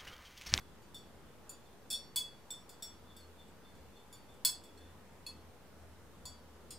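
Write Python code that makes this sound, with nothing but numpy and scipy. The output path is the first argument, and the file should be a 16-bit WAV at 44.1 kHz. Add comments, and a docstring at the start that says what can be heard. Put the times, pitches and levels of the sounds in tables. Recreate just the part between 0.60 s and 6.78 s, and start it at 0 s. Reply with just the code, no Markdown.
"""A long spoon stirs a thick drink in a stemmed glass, close to a pair of microphones. It taps the wall,
hard or barely, ringing the modes of glass and spoon, and slides along it so that friction makes them sing.
The glass, lifted, gives a last, duller tick. A small furnished room answers each tap, over a low rumble,
a wavering hum and the hiss of the two microphones."""
import sys
import numpy as np
from scipy import signal
from scipy.io import wavfile
from scipy.ndimage import uniform_filter1d

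SR = 44100
rng = np.random.default_rng(int(sys.argv[2]) if len(sys.argv) > 2 else 0)


def log_audio(samples):
    """Write samples as a 16-bit WAV file to the path given in sys.argv[1]."""
    # one column per channel
    frames = np.atleast_2d(samples).T
    # limit to full scale, then quantise
    limited = np.clip(frames, -1, 1)
    pcm = np.round(limited * 32767).astype(np.int16)
    wavfile.write(sys.argv[1], SR, pcm)


N = 272538


def gain_of(db):
    return 10 ** (np.asarray(db) / 20)


def unit_rms(x):
    return x / np.sqrt(np.mean(x ** 2) + 1e-20)


def curve_at(points, hz):
    """Interpolates (Hz, value) points along a logarithmic frequency axis."""
    point_hz, value = np.transpose(points)
    return np.interp(np.log(hz + 1), np.log(point_hz + 1), value)


def add(mix, start_s, sound):
    part = mix[:, round(start_s * SR):][:, :sound.shape[1]]
    part += sound[:, :part.shape[1]]


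def microphone_pair(draws, likeness):
    """Left and right noise spectra from four normal draws, correlated by `likeness` in each bin."""
    likeness = np.clip(likeness, -1, 1)[:, None]
    left, unrelated = draws[0] + 1j * draws[1], draws[2] + 1j * draws[3]
    return np.array([left, likeness * left + np.sqrt(1 - likeness ** 2) * unrelated])


def room_tone():
    """The room's low rumble and the microphones' hiss: steady noise with faint drifting patches."""
    # noise spectrum: frequency_hz, relative_density_db
    spectrum = [(15, -43), (32, -22), (55, -2.5), (74, -3), (108, -7), (226, -5.5), (252, -7.5),
                (313, -9.5), (470, -8), (669, -14), (854, -13), (2460, -24.5), (3510, -25), (4130, -27.5),
                (15200, -34), (16500, -65)]
    # likeness of the noise at the two microphones: frequency_hz, correlation
    likeness = [(60, 0.69), (130, 0.47), (290, 0.85), (640, 0.75), (1410, 0.68), (3100, 0.14),
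                (6820, 0.046), (15000, 0.0071)]
    level_db, patch_db = -58.5, 1.08
    frames, hz = N // 512 + 5, np.fft.rfftfreq(2048, 1 / SR)
    draws = rng.standard_normal((frames, 1025, 5)).T
    patches = unit_rms(uniform_filter1d(uniform_filter1d(draws[4], 20, axis=0), 12, axis=1))
    spectra = microphone_pair(draws, curve_at(likeness, hz))
    spectra *= gain_of(curve_at(spectrum, hz)[:, None] + patch_db * patches)
    noise = signal.istft(spectra, nperseg=2048, noverlap=1536)[1][:, :N]
    return gain_of(level_db) * unit_rms(noise)


def hum():
    """A low tone that swells and wavers, the same at both microphones."""
    # course of the pitch: time_s, pitch_hz
    pitches = [(0, 80), (4.0, 80.5), (4.3, 82.5), (5.25, 82.2), (6.18, 75)]
    # swells: time_s, level_db
    swells = [(0.0, -67), (0.4, -85), (1.01, -71.5), (2.1, -88), (2.3, -67.5), (2.67, -63.5), (3.05, -71),
              (3.25, -64), (3.4, -79), (4.1, -76), (4.25, -57.5), (4.44, -70.5), (4.88, -60), (4.99, -83),
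              (5.22, -56.5), (5.42, -65), (5.68, -63), (5.94, -63.5), (6.18, -66)]
    waver_hz, waver_db = 1.33, 0.5
    t = np.arange(N) / SR

    def drift():
        return unit_rms(sum(np.sin(2 * np.pi * (f * t + rng.random())) for f in np.geomspace(1.1, 6, 8)))

    hz = np.interp(t, *np.transpose(pitches)) + waver_hz * drift()
    level_db = np.interp(t, *np.transpose(swells)) + waver_db * drift()
    return np.sqrt(2) * gain_of(level_db) * np.sin(2 * np.pi * np.cumsum(hz) / SR)


def room_echoes(source):
    """Dense echoes build up and die, each band at its own speed; three tails alternate as the glass moves."""
    # decay of the small furnished room: frequency_hz, t60_s
    decay = [(800, 0.5), (2100, 0.21), (5500, 0.27), (14700, 0.13)]
    # likeness of the echoes at the two microphones: frequency_hz, correlation
    likeness = [(300, 0.77), (2500, 1), (6800, 0.62), (15000, 0.16)]
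    level_db, rise_s, turn_hz = -2.5, 0.0048, 0.888
    hz, frame_s = np.fft.rfftfreq(128, 1 / SR), np.arange(700) * 32 / SR
    fade = gain_of(-60 * frame_s / curve_at(decay, hz)[:, None])
    turn = 2 * np.pi * turn_hz * np.arange(N) / SR
    out = np.zeros((2, N))
    for k in range(3):
        spectra = microphone_pair(rng.standard_normal((700, 65, 4)).T, curve_at(likeness, hz))
        tail = signal.istft(spectra * fade, nperseg=128, noverlap=96)[1]
        tail *= 1 - np.exp(-np.arange(tail.shape[1]) / SR / rise_s)
        tail /= np.linalg.norm(tail[0])
        share = np.sqrt(2 / 3) * np.cos(turn + k * np.pi / 3)
        out += signal.fftconvolve((source * share)[None], tail, axes=1)[:, :N]
    return gain_of(level_db) * out


def spoon_slides():
    """Friction on the wall feeds a few modes unevenly; each slide swells, holds in contact and dies away."""
    # slides along the wall: loudest_at_s, level_db, hold_s
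    slides = [(0.686, -77.5, 0.033), (1.056, -74.5, 0.02), (2.482, -67.5, 0.039), (2.8, -67.5, 0.021),
              (3.05, -71.5, .05), (3.36, -65.5, 0.024), (3.695, -72.5, 0.028), (4.22, -69, 0.06)]
    # modes that sing under friction: pitch_hz, relative_db
    singing_modes = [(3390, -11), (3425, -8), (3548, 0), (4322, -13), (7712, -18)]
    rise_db_per_s, fall_db_per_s = 598, 232
    hz, db = np.transpose(singing_modes)
    t = np.arange(-SR // 10, SR // 3) / SR
    out = np.zeros((2, N))
    for loudest_at_s, level_db, hold_s in slides:
        friction = rng.standard_normal((2, len(hz), len(t)))
        real, imag = uniform_filter1d(uniform_filter1d(friction, 800), 800)
        feed = 0.82 + unit_rms(real) + 1j * unit_rms(imag)  # a steady part and a slow random one
        song = (gain_of(db)[:, None] * feed * np.exp(2j * np.pi * hz[:, None] * t)).real.sum(0)
        shape_db = np.minimum(rise_db_per_s * t, 0) - fall_db_per_s * np.maximum(t - hold_s, 0)
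        slide = unit_rms(song) * gain_of(level_db + shape_db)
        add(out, loudest_at_s + t[0], np.tile(slide, (2, 1)))
    return out


def mode_bank(hz, t60_s):
    """Freely ringing modes: one dying complex tone a row, half a second long."""
    t = np.arange(SR // 2) / SR
    decay_per_s = np.log(1000) / np.maximum(t60_s, 0.02)
    return np.exp((2j * np.pi * hz[:, None] - decay_per_s[:, None]) * t)


def strike(bank, hz, db, grip_db_per_s):
    """A blow sets every mode going; near surfaces fill the sound in and the grip damps it."""
    attack_s, fill_s = 0.00031, 0.0029
    t = np.arange(bank.shape[1]) / SR
    phase, scatter = rng.random((2, len(hz)))
    # turns by which the left microphone leads, more scattered in the treble
    lead = (scatter - 0.5) * 0.64 * (hz / 11000) ** 1.4
    drive = gain_of(db) * np.exp(2j * np.pi * (phase + np.outer([0.5, -0.5], lead)))
    rise = (1 - 0.22 * np.exp(-t / fill_s)) * (1 - np.exp(-t / attack_s))
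    return (drive @ bank).real * rise * gain_of(-max(grip_db_per_s, 0) * t)


def glass_taps():
    """Where the spoon lands sets how hard each clear mode rings; the dense ones are driven by chance."""
    # spoon on glass: start_s, level_db, contact (four columns, roughly -1..1: height, place round the
    # wall, place along the spoon, tilt), grip_db_per_s, dense_db (against the strongest clear mode)
    taps = [(0.0, -73, -0.25, -0.53, 0.6, 0.71, 5, -25), (0.22, -77.5, -0.26, -0.26, -1.2, 0.29, 5.6, -17),
            (0.3445, -57.5, 0.33, 0.29, -0.25, -0.39, 4.4, -23.5),
            (0.8931, -60.5, -0.035, 0.27, -1.08, 0.97, 30, -22.5),
            (1.3025, -49, 0.98, -0.34, 0.16, -0.0019, 5, -10.5),
            (1.311, -46, 0.92, -0.37, 0.039, 0.27, 5, -14),
            (1.328, -44.5, 0.83, 0.12, 0.13, 0.021, 5.9, -19),
            (1.5596, -41.5, -0.65, 0.06, 0.72, 0.096, 3.4, -7.5),
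            (1.905, -53, 0.31, -0.081, 0.041, -1.16, 6.9, -20),
            (2.0917, -59, -0.041, -0.078, -0.52, -0.091, 5, -8),
            (2.2234, -51.5, 0.56, -0.38, 0.55, -1.07, 3.5, -18),
            (2.565, -65.5, -0.29, 0.25, -0.21, -0.52, 5, -11.5),
            (2.606, -74, 0.21, -1.6, -0.067, 0.27, 30, -28), (2.88, -80, -0.14, -0.12, -0.14, -0.8, 5, -19),
            (3.15, -72.1, 0.17, -0.16, -0.063, -0.026, 5, -12.5),
            (3.5268, -65, -0.092, 0.58, -0.7, 0.26, 5, -13.5),
            (3.74, -78.5, -0.18, -0.3, 0.61, -0.58, 5, -13),
            (3.849, -34.5, -0.72, -0.86, 0.89, -0.24, 170, -8),
            (4.037, -62.5, -0.12, -0.21, 0.26, 0.00048, 5, -10),
            (4.174, -66, 0.22, -0.68, 0.42, 0.13, 5, -25),
            (4.6647, -50.5, -0.075, -0.99, 0.16, 1, 180, -22.5),
            (5.654, -48, -0.3, -0.27, -0.6, -0.017, 25, -18)]
    # clear modes of glass and spoon together: pitch_hz
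    clear_hz = [1010, 2612, 3390, 3420, 3543, 4322, 4447, 4497, 4642, 4860, 5550, 6455, 7065, 7625, 7710,
                7818, 8100, 8612, 9000, 9670, 10385, 10685, 11255, 11700, 12360, 12710, 13440, 13805, 14670,
                15120]
    # the same modes: relative_db, t60_s, then db_per_unit of each of the four contact columns
    clear_modes = [(-14.5, 0.073, -14, 0, -7, 6.5), (-17.5, 0.33, 4, -4.5, 4, 13),
                   (-1.5, 0.29, 2, 12, 6.5, 5), (-0.7, 0.34, 0.7, 6, 10.5, 4.5),
                   (-0.7, 0.19, 8, 19.5, 0.3, -9), (-3.5, 0.13, -1, -11, 0.5, 4),
                   (-8.5, 0.09, -7, 0, 12, 8), (-13, 0.59, -1, 17, 1, -3), (-8.5, 0.32, -14, -0.5, -6, 3.5),
                   (-31.5, 0.077, -14, -1, 15, -1), (-7, 0.19, 13.6, 2, 0.5, -5.5),
                   (-10.9, 0.14, -7, 0.5, 3, 1.5), (-5, 0.12, 2, 7.5, -11, 9.5),
                   (-12, 0.085, 17.5, -5, 8, 0.5), (1, 0.1, -4.5, 0.5, -0.5, -13),
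                   (-24.5, 0.15, -16, -1, 16, -6), (-21, 0.12, -4, 4, 27, 2), (-9, 0.13, -4, 18, 6, 17),
                   (-13, 0.14, 10, 4, 6, 11), (-8.5, 0.11, 13, 1, -8.5, 12), (-20, 0.38, -7, -10, 0.5, -10),
                   (-9.5, 0.14, -8, 26, -2.8, -2), (-29, 0.21, 0, -13, 14, 8),
                   (-29, 0.15, -10, 1, 0.7, -3.9), (-5.5, 0.12, -9, 11, -2, 8),
                   (-24, 0.13, 0, 10, -3.0, 1.4), (-14.5, 0.19, -14, 5, 12, -9), (-21, 0.17, -6, -5, -4, 1),
                   (-8, 0.14, 0, 17, -3.3, -11), (-20.5, 0.19, -10, -5.3, 11, -8)]
    # spectrum of the many weaker modes between the clear ones: frequency_hz, relative_db
    dense_spectrum = [(1400, -19), (1700, -18), (2400, -16), (3000, -24), (3450, -10), (3950, -21),
                      (4900, 0), (5500, -8), (6050, -24), (6700, -6), (8300, -1), (10500, -4), (12000, -9),
                      (13500, -6), (14300, -13), (15200, -8), (16500, -22)]
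    # their decay: frequency_hz, t60_s
    dense_decay = [(1500, 0.061), (4000, 0.14), (9000, 0.062), (15000, 0.15)]
    # their brightening: db_per_octave for one unit of each contact column
    brightening = (0.077, 0.33, 0.53, 0.5)
    # tick of the lifted glass: start_s, level_db, grip_db_per_s, dense_db, bright_db_per_octave
    last_tick = [(6.1059, -55.5, 12, -12.5, -3.5)]
    # modes of the glass held and tilted: pitch_hz, relative_db, t60_s
    held_modes = [(2670, -19, 0.37), (3400, -6.5, 0.43), (4090, -7, 0.25), (4700, -4, 0.23),
                  (4800, -6, 0.2), (5430, -8, 0.5), (6950, 10, 0.046), (7700, -17, 0.21), (8250, 5, 0.11),
                  (9300, 3.5, 0.15), (10340, 0, .13), (10900, -12, 0.08), (12770, -2, 0.15),
                  (13810, -14, .15)]
    out = np.zeros((2, N))
    dense_hz = np.linspace(1450, 15700, 85) + rng.uniform(-75, 75, 85)
    dense_bank = mode_bank(dense_hz, curve_at(dense_decay, dense_hz))

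    def tap(hz, bank, driven_db, grip_db_per_s, dense_db, bright_db_per_octave):
        colour_db = curve_at(dense_spectrum, dense_hz) + bright_db_per_octave * np.log2(dense_hz / 6000)
        chance_db = driven_db.max() + dense_db + colour_db + 4.0 * rng.standard_normal(len(dense_hz))
        clear_ring = strike(bank, hz, driven_db, grip_db_per_s)
        return clear_ring + strike(dense_bank, dense_hz, chance_db, grip_db_per_s)

    hz = np.array(clear_hz)
    db, t60_s, *mode_shapes = np.transpose(clear_modes)
    bank = mode_bank(hz, t60_s)
    for start_s, level_db, *contact, grip_db_per_s, dense_db in taps:
        driven_db = level_db + db + np.dot(contact, mode_shapes)
        add(out, start_s, tap(hz, bank, driven_db, grip_db_per_s, dense_db, np.dot(contact, brightening)))
    hz, db, t60_s = np.transpose(held_modes)
    for start_s, level_db, *timbre in last_tick:
        add(out, start_s, tap(hz, mode_bank(hz, t60_s), level_db + db, *timbre))
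    return out


def scene():
    """The glass close up, with the room's echoes, room tone and hum behind it."""
    close = glass_taps() + spoon_slides()
    return close + room_echoes(close.mean(0)) + room_tone() + hum()


def record(dry):
    """The recorder cuts the highest treble and adds a small steady offset."""
    edge_hz, offset = 15900, -0.00073
    lowpass = signal.firwin(511, edge_hz, window=("kaiser", 9), fs=SR)
    return signal.oaconvolve(dry, lowpass[None], "same") + offset


dry = scene()
out = record(dry)
log_audio(out)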